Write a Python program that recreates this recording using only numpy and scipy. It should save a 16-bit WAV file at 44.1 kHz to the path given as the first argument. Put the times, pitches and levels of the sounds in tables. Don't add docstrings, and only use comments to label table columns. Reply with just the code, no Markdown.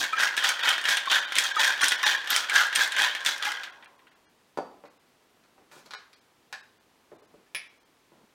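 import sys
import numpy as np
from scipy import signal
from scipy.fft import rfft, irfft
from scipy.io import wavfile
from scipy.ndimage import uniform_filter1d

SR = 44100
rng = np.random.default_rng(int(sys.argv[2]) if len(sys.argv) > 2 else 0)


def digitize_waveform(pressure):
    field = np.atleast_2d(pressure).T
    bounded = np.clip(field, -1, 1)
    quanta = np.round(bounded * 32767).astype(np.int16)
    wavfile.write(sys.argv[1], SR, quanta)


def magnitude_from_level(level_db):
    exponent = np.asarray(level_db, float) / 20
    return 10 ** exponent


N = 367794

# (arrival [s], hold [s], level [dB], brightness [dB], hand jolt [dB])
STROKES = [(0.0, 0.0067, -22, -4.5, -50), (0.197, 0.045, -21.5, -10, -61), (0.377, 0.037, -30.5, -8.5, -65),
           (.445, 0.051, -23.5, -8, -63), (0.65, 0.062, -22, -11, -75), (0.888, 0.043, -23, -7, -63.5),
           (1.112, 0.048, -20.5, -10.5, -69), (1.364, 0.096, -28.5, -4.5, -54.5),
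           (1.596, 0.085, -20.5, -8.5, -57), (1.828, 0.033, -22, -6.5, -42), (1.912, 0.018, -26, -8.5, -48),
           (2.048, 0.062, -21, -9, -75.5), (2.311, .075, -25.5, -4.5, -52), (2.543, 0.067, -21, -8.5, -70),
           (2.774, 0.057, -24, -6, -58), (2.99, 0.052, -20.5, -9.5, -54.5), (3.264, 0.03, -25.5, -4.5, -62),
           (3.449, 0.033, -27.5, -9, -67)]
# (frequency [Hz], level [dB], t60 [s])
SHELL_MODES = [(860, -12, .04), (1085, -9, .04), (1290, -7, .04), (1540, -1, .045), (1640, 0, .04),
               (1780, -2, .04), (1860, -2, .04), (1970, -3, .04), (2300, -8, .03), (2560, -7, .03),
               (3010, -5, .035), (3200, -7, .03), (3540, -7, .035), (4770, -13, .02)]
# (frequency [Hz], density [dB per Hz])
ICE_ON_STEEL = [(300, -44), (500, -18.5), (1000, -15.5), (1580, 5), (2300, -0.5), (3100, 2), (3700, 1),
                (4600, -9), (6200, -11), (8800, -22), (15000, -27.5), (16500, -37)]
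# (frequency [Hz], level [dB], t60 [s])
FOOT_MODES = [(225.7, 0.5, 0.09), (430, -5, .07), (730, -5, .08), (859, 0, 0.068), (1100, -9, 0.1),
              (1370, -15, 0.044), (2535, -17, .03), (3510, -20, .03), (4650, -17, .25), (6250, -22, .03)]
# (frequency [Hz], level [dB], t60 [s])
CAP_MODES = [(875, -4, 0.065), (1590, -6, .09), (1760, 3.5, 0.15), (2080, -10, 0.051), (2690, -5, .06),
             (3840, -1.5, 0.051), (4100, -6, 0.046), (4920, -4, 0.067), (5480, -6, 0.052), (6300, -12, .04),
             (7714, -5, .04), (10260, -9, 0.078), (13170, -10, .03)]

RISE_DB_PER_S, FALL_DB_PER_S, LULL_DB = 382, 191.5, -38
REST_S, STILL_S = 3.597, 4.35
GRIP = .03


def evened(x):
    return x / np.sqrt(np.mean(x ** 2) + 1e-20)


def peaked(x):
    return x / abs(x).max()


def high(x, hz):
    return signal.sosfilt(signal.butter(4, hz, "high", fs=SR, output="sos"), x)


def read(points, hz):
    f, value = np.transpose(points)
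    return np.interp(np.log(hz + 1), np.log(f + 1), value)


def add(mix, s, sound):
    part = mix[round(s * SR):][:len(sound)]
    part += sound[:len(part)]


def coloured(x, spectrum):
    hz = abs(np.fft.fftfreq(4096, 1 / SR))
    log_gain = np.log(magnitude_from_level(np.maximum(read(spectrum, hz), -100)))
    taps = np.fft.ifft(np.exp(signal.hilbert(log_gain).conj())).real[:2048]
    return signal.oaconvolve(x, taps / np.linalg.norm(taps))[:len(x)]


def ring(modes, spread_db, tilt_db=0., detune=0., size=9000):
    hz, db, t60 = np.transpose(modes)[:, :, None]
    t = np.arange(size) / SR
    strength, pitch = rng.standard_normal((2, len(modes), 1))
    db = db + spread_db * strength + tilt_db * np.log2(hz / 1000)
    waves = magnitude_from_level(db - 60 * t / t60) * np.sin(2 * np.pi * hz * (1 + detune * pitch) * t)
    return peaked(waves.sum(0))


def tick(t60, size=1500):
    burst = 0.62 * rng.standard_normal(size) * magnitude_from_level(-60 * np.arange(size) / SR / t60)
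    burst[0] = 1
    return burst


def strokes(db, before, after, lull_db):
    abrupt, settle_db_per_s = .7, 102
    t = np.arange(round(STILL_S * SR)) / SR
    start, hold, _, bright_db = np.transpose(STROKES)[:4, :, None]
    steep = magnitude_from_level(abrupt * (bright_db + 8.0))
    rise = before * steep * np.maximum(start - t, 0)
    fall = after * np.maximum(t - start - hold, 0)
    each = db[:, None] - rise - fall
    lull = lull_db - settle_db_per_s * np.maximum(t - REST_S, 0)
    level = 10 * np.log10((magnitude_from_level(each) ** 2).sum(0) + magnitude_from_level(lull) ** 2)
    return np.pad(level, (0, N - len(t)), constant_values=-200)


def throw():
    return strokes(np.transpose(STROKES)[2], RISE_DB_PER_S, FALL_DB_PER_S, LULL_DB)


def cube(size=500):
    pitches = np.exp(rng.uniform(np.log(800), np.log(9500), 3))
    modes = [(hz, 0, 13.0 / hz ** 0.73) for hz in pitches]
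    return 1.7 * tick(.012, size=size) + ring(modes, 4.1, size=size)


def rattle():
    per_s, uneven_db, patches = 450, 2.6, 26
    end = round(STILL_S * SR)
    hit = rng.random(end) < per_s / SR
    size = magnitude_from_level(uneven_db * np.minimum(rng.exponential(1, end), 2.2)) * hit

    turn = np.searchsorted(np.transpose(STROKES)[0] - .05, np.arange(end) / SR)
    favoured = rng.integers(0, patches, len(STROKES) + 1)[turn]
    patch = (rng.integers(0, patches // 2, end) + favoured) % patches
    steel, ice = np.zeros(N), np.zeros(N)
    for k in range(patches):
        hits = size * (patch == k)
        shell = ring(SHELL_MODES, 4, detune=GRIP, size=3000)
        steel[:end] += signal.oaconvolve(hits, shell)[:end]
        ice[:end] += signal.oaconvolve(hits, cube())[:end]

    ice = evened(coloured(ice, ICE_ON_STEEL))
    treble = signal.sosfilt(signal.butter(2, 4500, "high", fs=SR, output="sos"), ice)
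    splinters = evened(high(coloured(rng.standard_normal(N), ICE_ON_STEEL), 4500))
    body = magnitude_from_level(-14.0) * evened(high(steel, 650)) + magnitude_from_level(-4.5) * (ice - treble)
    bright = evened(evened(treble) + 0.52 * splinters)

    dull_before, dull_after, lull_bright_db = 250, 39, -15.5
    db, bright_db = np.transpose(STROKES)[2:4]
    sharp = strokes(db + bright_db, RISE_DB_PER_S + dull_before, FALL_DB_PER_S + dull_after,
                    LULL_DB + lull_bright_db)
    return magnitude_from_level(throw()) * body + magnitude_from_level(sharp + 1.5) * bright


def drink_rush():
    # (frequency [Hz], density [dB per Hz])
    flow_colour = [(100, -42.5), (200, -12), (320, -9), (420, -11.5), (550, -2.5), (800, -1), (1100, 5),
                   (1600, -27.5), (2600, -72)]
    flow_level_db, ice_share, lag_s, drain_db, drain_s = -52, 0.64, 0.0067, 18.5, 0.63
    t = np.arange(N) / SR
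    level = np.interp(t - lag_s, t, throw()) - LULL_DB
    drain = drain_db * np.clip((t - REST_S) / drain_s, 0, 1)
    flow_db = flow_level_db + ice_share * level + drain
    return evened(coloured(rng.standard_normal(N), flow_colour)) * magnitude_from_level(flow_db)


def jolts():
    # (frequency [Hz], density [dB per Hz])
    pack_colour = [(120, -17), (200, -5), (300, 1), (420, -8.5), (800, -31)]
    lag_s, rumble_db, thud_db, thud_t60 = 0.0067, -87, -10, .2
    jolt_s, jolt_place, jolt_hz = 0.0056, .35, 65.05
    t = np.arange(N) / SR
    level = np.interp(t - lag_s, t, throw()) - LULL_DB
    band = signal.butter(2, [45, 130], "band", fs=SR, output="sos")
    out = evened(signal.sosfilt(band, rng.standard_normal(N))) * magnitude_from_level(rumble_db + .4 * level)
    for s, hold, ice_db, bright_db, jolt_db in STROKES:
        thud = peaked(coloured(tick(thud_t60, size=6000), pack_colour))
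        add(out, s, magnitude_from_level(thud_db + ice_db + 1.6 * bright_db) * thud)
        u = (t - s - jolt_place * hold) / jolt_s
        bell = np.exp(-np.minimum(u ** 2, 50) / 2)
        out += magnitude_from_level(jolt_db - 7.0) * np.cos(2 * np.pi * jolt_hz * jolt_s * u) * bell
    return out


def room_hush():
    # (frequency [Hz], density [dB per Hz])
    hush_colour = [(15, -39.5), (25, -15.5), (170, -6.5), (256, -3), (451, -4), (560, -7), (988, -6.5),
                   (1160, -8.5), (1610, -10.5), (3160, -13.5), (16000, -27)]
    return magnitude_from_level(-65) * evened(coloured(rng.standard_normal(N), hush_colour))


def kitchen(x):
    # (frequency [Hz], t60 [s])
    decay = [(150, 0.22), (500, 0.46), (2000, 0.43), (6000, 0.35), (14000, 0.16)]
    # (delay [s], level [dB])
    early = [(.0021, -4), (.0044, -7), (.0087, -6), (.0112, -8), (.0138, -7), (.0172, -10), (.0205, -9),
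             (.0268, -12)]
    taps = np.zeros(SR // 2)
    at = np.arange(300, len(taps) - 20, 20)
    taps[at + rng.integers(0, 20, len(at))] = rng.choice([-1., 1.], len(at))
    hz, t, z = signal.stft(taps, SR, nperseg=128)
    dying = z * magnitude_from_level(-60 * t / read(decay, hz)[:, None])
    tail = signal.istft(dying, SR, nperseg=128)[1]
    tail = magnitude_from_level(2.5) * tail / np.linalg.norm(tail)
    for k, (s, db) in enumerate(early):
        add(tail, s, (-1) ** k * magnitude_from_level(db) * np.hanning(6)[1:-1] / 2)
    return signal.fftconvolve(x, tail)[:N]


def pings():
    # (time [s], peak [dB], frequency [Hz])
    wall = [(0.0393, -16, 1640), (0.1316, -16, 1294), (0.181, -15, 1607), (0.2698, -14, 1640),
            (0.3287, -20.5, 1800), (0.377, -9.5, 1650), (0.4259, -15.5, 1680), (0.4444, -12.5, 2000),
            (0.5926, -19, 1850), (0.6769, -10.5, 1760), (0.7811, -14, 1670), (0.8135, -18.5, 1835),
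            (0.84, -17, 2870), (0.8535, -14, 1826), (0.8864, -11, 1610), (0.9712, -15, 1660),
            (1.0326, -26, 1510), (1.0705, -22, 2320), (1.0745, -20, 1100), (1.1154, -10.5, 1625),
            (1.2605, -25, 1530), (1.3214, -15, 1580), (1.3653, -11.5, 2100), (1.3853, -8, 3260),
            (1.5105, -20, 1650), (1.5668, -15.5, 1300), (1.6327, -10.5, 1820), (1.704, -13, 1630),
            (1.7789, -19, 1610), (1.8108, -15.5, 1640), (1.8342, -8.5, 1800), (1.92, -6.5, 1970),
            (2.0308, -13, 2030), (2.0662, -8.5, 1870), (2.1505, -14.5, 1640), (2.2418, -22, 1750),
            (2.2737, -19, 1800), (2.3037, -10.5, 3610), (2.3286, -13.5, 1990), (2.4024, -17.5, 3250),
            (2.4443, -23, 1700), (2.4967, -15.5, 2270), (2.5182, -17, 1510), (2.5326, -12.5, 1670),
            (2.7282, -15.5, 1760), (2.7591, -10.5, 3250), (2.7931, -8, 1730), (2.8345, -13.5, 3480),
            (2.8759, -16.5, 1750), (2.9213, -18.5, 3600), (2.9652, -14.5, 2100), (2.9961, -12, 1880),
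            (3.0954, -19, 1570), (3.1507, -14.5, 1760), (3.2056, -26.5, 1730), (3.262, -8.5, 3550),
            (3.4261, -16.5, 3500), (3.455, -19, 2400), (3.5184, -23, 2000), (3.6336, -28, 1780)]
    # (time [s], peak [dB], frequency [Hz], t60 [s])
    lid = [(1.385, -27, 5130, 0.04), (1.386, -24, 8800, .07), (1.439, -25.5, 6400, 0.029),
           (1.816, -30, 9630, .06), (1.883, -18.5, 8780, 0.043), (2.067, -27.5, 6164, .04),
           (2.303, -22, 12550, 0.051), (2.56, -24.5, 6250, 0.089), (2.754, -24, 8700, 0.046),
           (.49, -23, 6350, .04), (0.97, -27, 8790, .03)]
    wall_db, wall_t60, pair_ratio = -8, 0.036, 1.2
    out, t = np.zeros(N), np.arange(4000) / SR
    for s, db, hz, t60 in [(s, db + wall_db, hz, wall_t60) for s, db, hz in wall] + lid:
        neighbour_hz = hz * pair_ratio ** rng.uniform(-0.89, 1)
        pair = np.sin(2 * np.pi * hz * t) + 0.28 * np.sin(2 * np.pi * neighbour_hz * t)
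        add(out, s, magnitude_from_level(db - 60 * t / t60) * pair)
    return out


def knocks():
    # (time [s], peak [dB], crack relative to peak [dB])
    lone = [(.04, -12.5, -7), (0.131, -19, -14), (.78, -15, -15), (0.814, -19, -7.5), (.97, -7, -18.5),
            (1.057, -19, -11.5), (1.322, -10, -15.5), (1.355, -8, -12.5), (1.481, -18, -17.5),
            (1.51, -24.5, -19), (1.778, -20.5, -12.5), (2.151, -19, -22), (2.274, -14, -12.5),
            (2.444, -19.5, -18.5), (2.497, -10, -11.5), (2.669, -21, -5.5), (2.728, -13, -19.5),
            (2.754, -9, -17), (2.835, -16, -0.5), (2.921, -13, -7.5), (2.965, -16.5, -7.5),
            (3.15, -11.5, -16), (3.249, -14.5, -5.5), (3.425, -12, -18), (3.519, -19.5, -4.5),
            (3.634, -16, -31), (.593, -17.5, -18), (2.243, -22.5, -18.5), (3.206, -23, -12.5),
            (3.38, -27, -2)]
    # (time [s], peak [dB])
    whole = [(0.184, -12), (0.201, -10), (.272, -11.5), (.377, -2.5), (.444, -2.5), (.63, -18),
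             (0.652, -14.5), (.677, -10.5), (0.854, -5.5), (.885, -7.5), (1.115, -4), (1.366, -5.5),
             (1.388, -11), (1.568, -14.5), (1.633, -6.5), (1.703, -13), (1.81, -10), (1.834, -2.5),
             (1.92, -4.5), (2.031, -7.5), (2.065, -1), (2.306, -10.5), (2.33, -9.5), (2.532, -16.5),
             (2.559, -3), (2.76, -6), (2.792, -5.5), (2.996, -9), (3.053, -8), (3.262, -5.5), (.329, -19.5),
             (.426, -16), (.468, -12), (1.033, -24), (2.113, -11.5), (2.343, -14), (2.403, -19),
             (2.518, -16), (2.635, -16), (2.876, -18.5), (3.033, -13), (3.096, -16.5), (3.31, -15.5),
             (3.454, -16)]
    # (time [s], peak [dB])
    settling = [(3.678, -27), (3.735, -37), (3.825, -34), (3.859, -31), (3.992, -43), (4.069, -41),
                (4.116, -45), (4.15, -48), (4.268, -48)]
    # (time [s], peak [dB])
    snaps = [(0.2054, -18.5), (0.2366, -19), (0.3672, -17), (0.377, -20), (0.4403, -17.5), (0.4906, -12),
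             (0.691, -11), (0.8913, -14.5), (0.8998, -17.5), (0.9716, -20), (1.115, -17.5), (1.1558, -18.5),
             (1.385, -3), (1.4398, -18.5), (1.6053, -18.5), (1.6457, -18.5), (1.6756, -15.5), (1.8165, -13),
             (1.8432, -9), (1.8836, -7), (1.9206, -18.5), (2.068, -23), (2.3037, -13.5), (2.3413, -20.5),
             (2.363, -7), (2.5572, -16), (2.7587, -7), (2.9886, -23.5), (3.02, -15.5), (3.262, -14),
             (.8405, -24), (2.0293, -24), (2.7515, -16), (3.2839, -21), (3.4506, -24), (.729, -25),
             (2.876, -24.5), (3.845, -46), (1.19, -25.5), (1.558, -27)]
    # (frequency [Hz], level [dB], t60 [s])
    lid_modes = [(5250, -3, .05), (8770, -1, .045), (9630, -4, .06), (12600, -8, .03)]
    steel, ice = np.zeros(N), np.zeros(N)
    for s, db, *_ in lone + whole + settling:
        contact = tick(0.011, size=3000) + 0.77 * tick(0.1, size=3000)
        body = peaked(coloured(contact, ICE_ON_STEEL))
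        shell = ring(SHELL_MODES, 6, detune=GRIP, size=3000)
        add(steel, s, magnitude_from_level(db - 7.0) * (0.15 * shell + 0.89 * body))

    sunk = signal.sosfilt(signal.butter(2, 2600, fs=SR, output="sos"), steel)
    steel = np.where(np.arange(N) / SR < settling[0][0], steel, 1.68 * sunk)

    for s, db in snaps + [(s, db + crack_db) for s, db, crack_db in lone]:
        snap = tick(.008, size=3000) + 0.26 * tick(0.068, size=3000)
        add(ice, s, magnitude_from_level(db + 1.0) * (snap + 0.19 * ring(lid_modes, 4.4, size=3000)))
    snap_colour = [(2000, 7.0), (6000, 3.0), (8770, 1.5), (10500, -4.5), (16000, -14.5)]
    return high(steel, 500) + coloured(high(ice, 2000), snap_colour)


def glugs():
    # (time [s], level [dB], frequency [Hz], length [s])
    pockets = [(0.127, -22, 1300, 0.026), (1.072, -21.5, 1104, 0.015), (1.563, -19, 1266, 0.017),
               (1.581, -25.5, 893, 0.028), (2.033, -21.5, 1110, 0.011), (1.434, -32.5, 1340, 0.022),
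               (1.511, -23.5, 1605, 0.015), (2.055, -29.5, 850, .03), (1.813, -26.5, 1134, .025),
               (3.01, -27.5, 850, .015), (3.052, -29.5, 1001, .025), (3.465, -31, 836, .03),
               (.125, -29, 2400, .02)]
    out = np.zeros(N)
    for s, db, hz, length in pockets:
        u = np.arange(0, length, 1 / SR)
        add(out, s, magnitude_from_level(db) * np.sin(np.pi * u / length) * np.sin(2 * np.pi * hz * u))
    return out


def impacts(blows, colour, modes):
    # (delay [s], share)
    rebounds = [(.005, 0.74), (0.0137, 0.71)]
    out = np.zeros(N)
    for s, db, ring_db, tilt_db in blows:
        tilt_db = min(tilt_db, 6)
        tilted = [(hz, level + tilt_db * np.log2(hz / 1000)) for hz, level in colour]
        contact = 0.56 * tick(0.0036, size=2500) + 0.43 * tick(.055, size=2500)
        for lag_s, share in rebounds:
            add(contact, lag_s, share * tick(0.0034, size=1500))
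        add(out, s, magnitude_from_level(db + 2.5) * peaked(coloured(contact, tilted)))
        add(out, s, magnitude_from_level(db + ring_db) * ring(modes, 1.5, tilt_db, detune=0.002))
    return out


def shaker_set_down():
    # (time [s], peak [dB], ring [dB], tilt [dB per octave])
    blow = [(4.5735, -19.5, -7.5, 0)]
    # (frequency [Hz], density [dB per Hz])
    foot_colour = [(70, -31), (140, -13.5), (226, 4), (400, 0.5), (570, 1), (800, -0.5), (1200, -6),
                   (2000, -19), (4000, -27.5), (8000, -35), (16000, -52.5)]
    return impacts(blow, foot_colour, FOOT_MODES)


def palms():
    # (time [s], length [s], level [dB])
    fumbles = [(4.62, .25, -62), (5.55, .12, -66), (5.84, .14, -60), (7.11, .16, -60), (7.3, .16, -62),
               (8.1, .2, -63)]
    # (frequency [Hz], density [dB per Hz])
    palm_colour = [(90, -16), (200, 0), (450, -1), (900, -5), (1600, -16), (4000, -30), (16000, -60)]
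    noise, lumps = rng.standard_normal((2, N))
    t, level = np.arange(N) / SR, np.zeros(N)
    for s, length, db in fumbles:
        level += magnitude_from_level(db) * np.sin(np.pi * np.clip((t - s) / length, 0, 1) ** .6)
    lumpy = magnitude_from_level(3.0 * evened(uniform_filter1d(lumps, size=900)))
    return level * lumpy * evened(coloured(noise, palm_colour))


def nudges():
    # (time [s], peak [dB], ring [dB], tilt [dB per octave])
    thuds = [(4.838, -40.5, -25, 0.5), (5.58, -50, -30, 1.5), (5.762, -49, -29, 0.5),
             (7.117, -42.5, -34, -2), (7.22, -51, -26, 1), (7.341, -46.5, -35, -2),
             (8.119, -51.5, -24.5, -3)]
    # (frequency [Hz], density [dB per Hz])
    nudge_colour = [(90, -25), (200, 0.5), (320, 3), (700, -2.5), (1300, -8), (3000, -31), (16000, -56)]
    return impacts(thuds, nudge_colour, FOOT_MODES)


def cap_twists():
    # (time [s], peak [dB], ring [dB], tilt [dB per octave])
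    jerks = [(4.854, -45.5, -33, -1.5), (5.438, -54.5, -33.5, -1), (5.715, -46, -17, 0.5),
             (5.86, -45.5, -12, 6), (5.908, -32.5, -16, 1), (5.936, -27, -11, -1), (6.131, -46, -8, 3)]
    # (frequency [Hz], density [dB per Hz])
    twist_colour = [(240, -29), (400, -19), (655, -11), (1270, -2.5), (2400, -7), (2900, -12.5),
                    (4110, -6.5), (5500, -15), (10500, -31.5), (16000, -40)]
    return impacts(jerks, twist_colour, CAP_MODES)


def cap_rub():
    # (time [s], level [dB])
    slide = [(5.7, -84.5), (5.718, -55.5), (5.796, -56.5), (5.846, -75), (5.864, -56), (5.9, -104.5)]
    # (frequency [Hz], density [dB per Hz])
    rub_colour = [(290, -6), (500, -6), (1130, -4.5), (2160, -13), (2390, -9), (3020, -13), (6330, -13),
                  (16000, -25)]
    t = np.arange(N) / SR
    slips = rng.standard_normal(N) * (0.8 + 2.5 * (rng.random(N) < 700 / SR))
    times, db = np.transpose(slide)
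    on = (t > times[0]) & (t < times[-1])
    ringing = signal.oaconvolve(slips, ring(CAP_MODES, 0.36))[:N]
    rub = evened(coloured(slips, rub_colour)) + 0.2 * evened(ringing)
    return on * magnitude_from_level(np.interp(t, times, db)) * rub


def cap_lifted():
    # (time [s], peak [dB], ring [dB], tilt [dB per octave])
    clinks = [(6.527, -28.5, -2.5, 0.0093), (7.464, -59, -14, 0.0072)]
    # (frequency [Hz], density [dB per Hz])
    clink_colour = [(300, -31.5), (500, -9), (900, -1), (1300, -1.5), (1750, 8.5), (2300, -5), (3000, -5),
                    (3900, -7), (5300, -9.5), (7000, -20), (16000, -29.5)]
    return impacts(clinks, clink_colour, CAP_MODES)


def cap_put_down():
    # (time [s], peak [dB], ring [dB], tilt [dB per octave])
    blow = [(7.548, -22, -1, 0.0085)]
    # (frequency [Hz], density [dB per Hz])
    stone_colour = [(200, -29), (400, -28.5), (1000, -15), (1500, -13), (2200, 3), (2700, -6), (3500, -9.5),
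                    (5400, -14), (7000, -29), (16000, -27)]
    # (frequency [Hz], level [dB], t60 [s])
    resting_modes = [(1770, -3, .09), (1920, 1, .09), (2202, 5, 0.13), (2385, 0, 0.12), (3058, -8, 0.086),
                     (3540, -3, .1), (4260, -9.5, 0.065), (4750, -6, .08), (5270, -1, 0.068),
                     (6400, -17, .04), (10280, 0, 0.13), (9950, -14, .1)]
    return impacts(blow, stone_colour, resting_modes)


def scene():
    cap = cap_twists() + cap_rub() + cap_lifted() + cap_put_down()
    hands = high(shaker_set_down() + nudges() + cap, 136)
    shaker = high(rattle() + drink_rush() + pings() + knocks() + glugs(), 250)
    echoes = kitchen(magnitude_from_level(-16.0) * shaker + magnitude_from_level(-8.5) * hands)
    return (shaker + hands + echoes + jolts() + room_hush() + palms())[None]


def thinned(x):
    # (centre [s], length [s], highest [Hz], lowest [Hz] if the bass goes too)
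    thin_moments = [(.178, .022, 5600), (.624, .02, 6000), (1.21, .02, 9000), (1.266, .03, 5200),
                    (1.534, .025, 9000), (1.584, .03, 8000), (1.825, .025, 10000), (1.971, .025, 5600),
                    (2.048, .028, 7600, 750), (2.17, .02, 6000), (3.718, .025, 5000), (3.869, .025, 4000),
                    (3.974, .025, 9200), (4.103, .028, 6800), (4.147, .028, 7200), (4.273, .052, 8000),
                    (4.893, .028, 5200), (4.987, .028, 4800), (5.967, .048, 7700, 450), (6.154, .028, 5800),
                    (6.203, .025, 5800), (6.622, .028, 5400), (6.792, .028, 5500), (7.177, .028, 4400),
                    (7.217, .028, 4400), (7.268, .025, 7200), (7.688, .028, 5600), (7.794, .028, 6300),
                    (7.844, .028, 6000)]
    grain_hz = 1900
    out = x.copy()
    for s, length, top_hz, *low_hz in thin_moments:
        low = sum(low_hz)
        first, size = round((s - length / 2) * SR), round(length * SR)
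        fade = np.sqrt(signal.windows.tukey(size, min(1400 / size, 1)))
        z = rfft(x[first:first + size] * fade)
        hz, kept = np.fft.rfftfreq(size, 1 / SR), np.zeros_like(z)
        band = np.floor(4.5 * np.log2(1 + hz / 600))
        for b in np.unique(band[(hz < top_hz) & (hz >= low)]):
            bins = np.flatnonzero(band == b)
            best = bins[np.argmax(abs(z[bins]))]
            kept[best] = z[best] / abs(z[best]) * np.linalg.norm(z[bins])
        kept = np.where((hz < grain_hz) & (hz >= low), z, kept)
        change = irfft(kept, size) - fade * x[first:first + size]
        out[first:first + size] += 0.95 * fade * change
    return out


def band_limit(x):
    return signal.sosfilt(signal.butter(12, 16520, fs=SR, output="sos"), x)


def record(dry):
    ceiling, edge_hz = .62, 15950
    soft = ceiling * np.tanh(dry[0] / ceiling)
    edge = signal.firwin2(801, [0, edge_hz, edge_hz + 120, SR / 2], [1, 1, .08, .08], fs=SR)
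    mix = thinned(signal.oaconvolve(soft, edge, "same"))[None]
    return band_limit(mix)


dry = scene()
out = record(dry)
digitize_waveform(out)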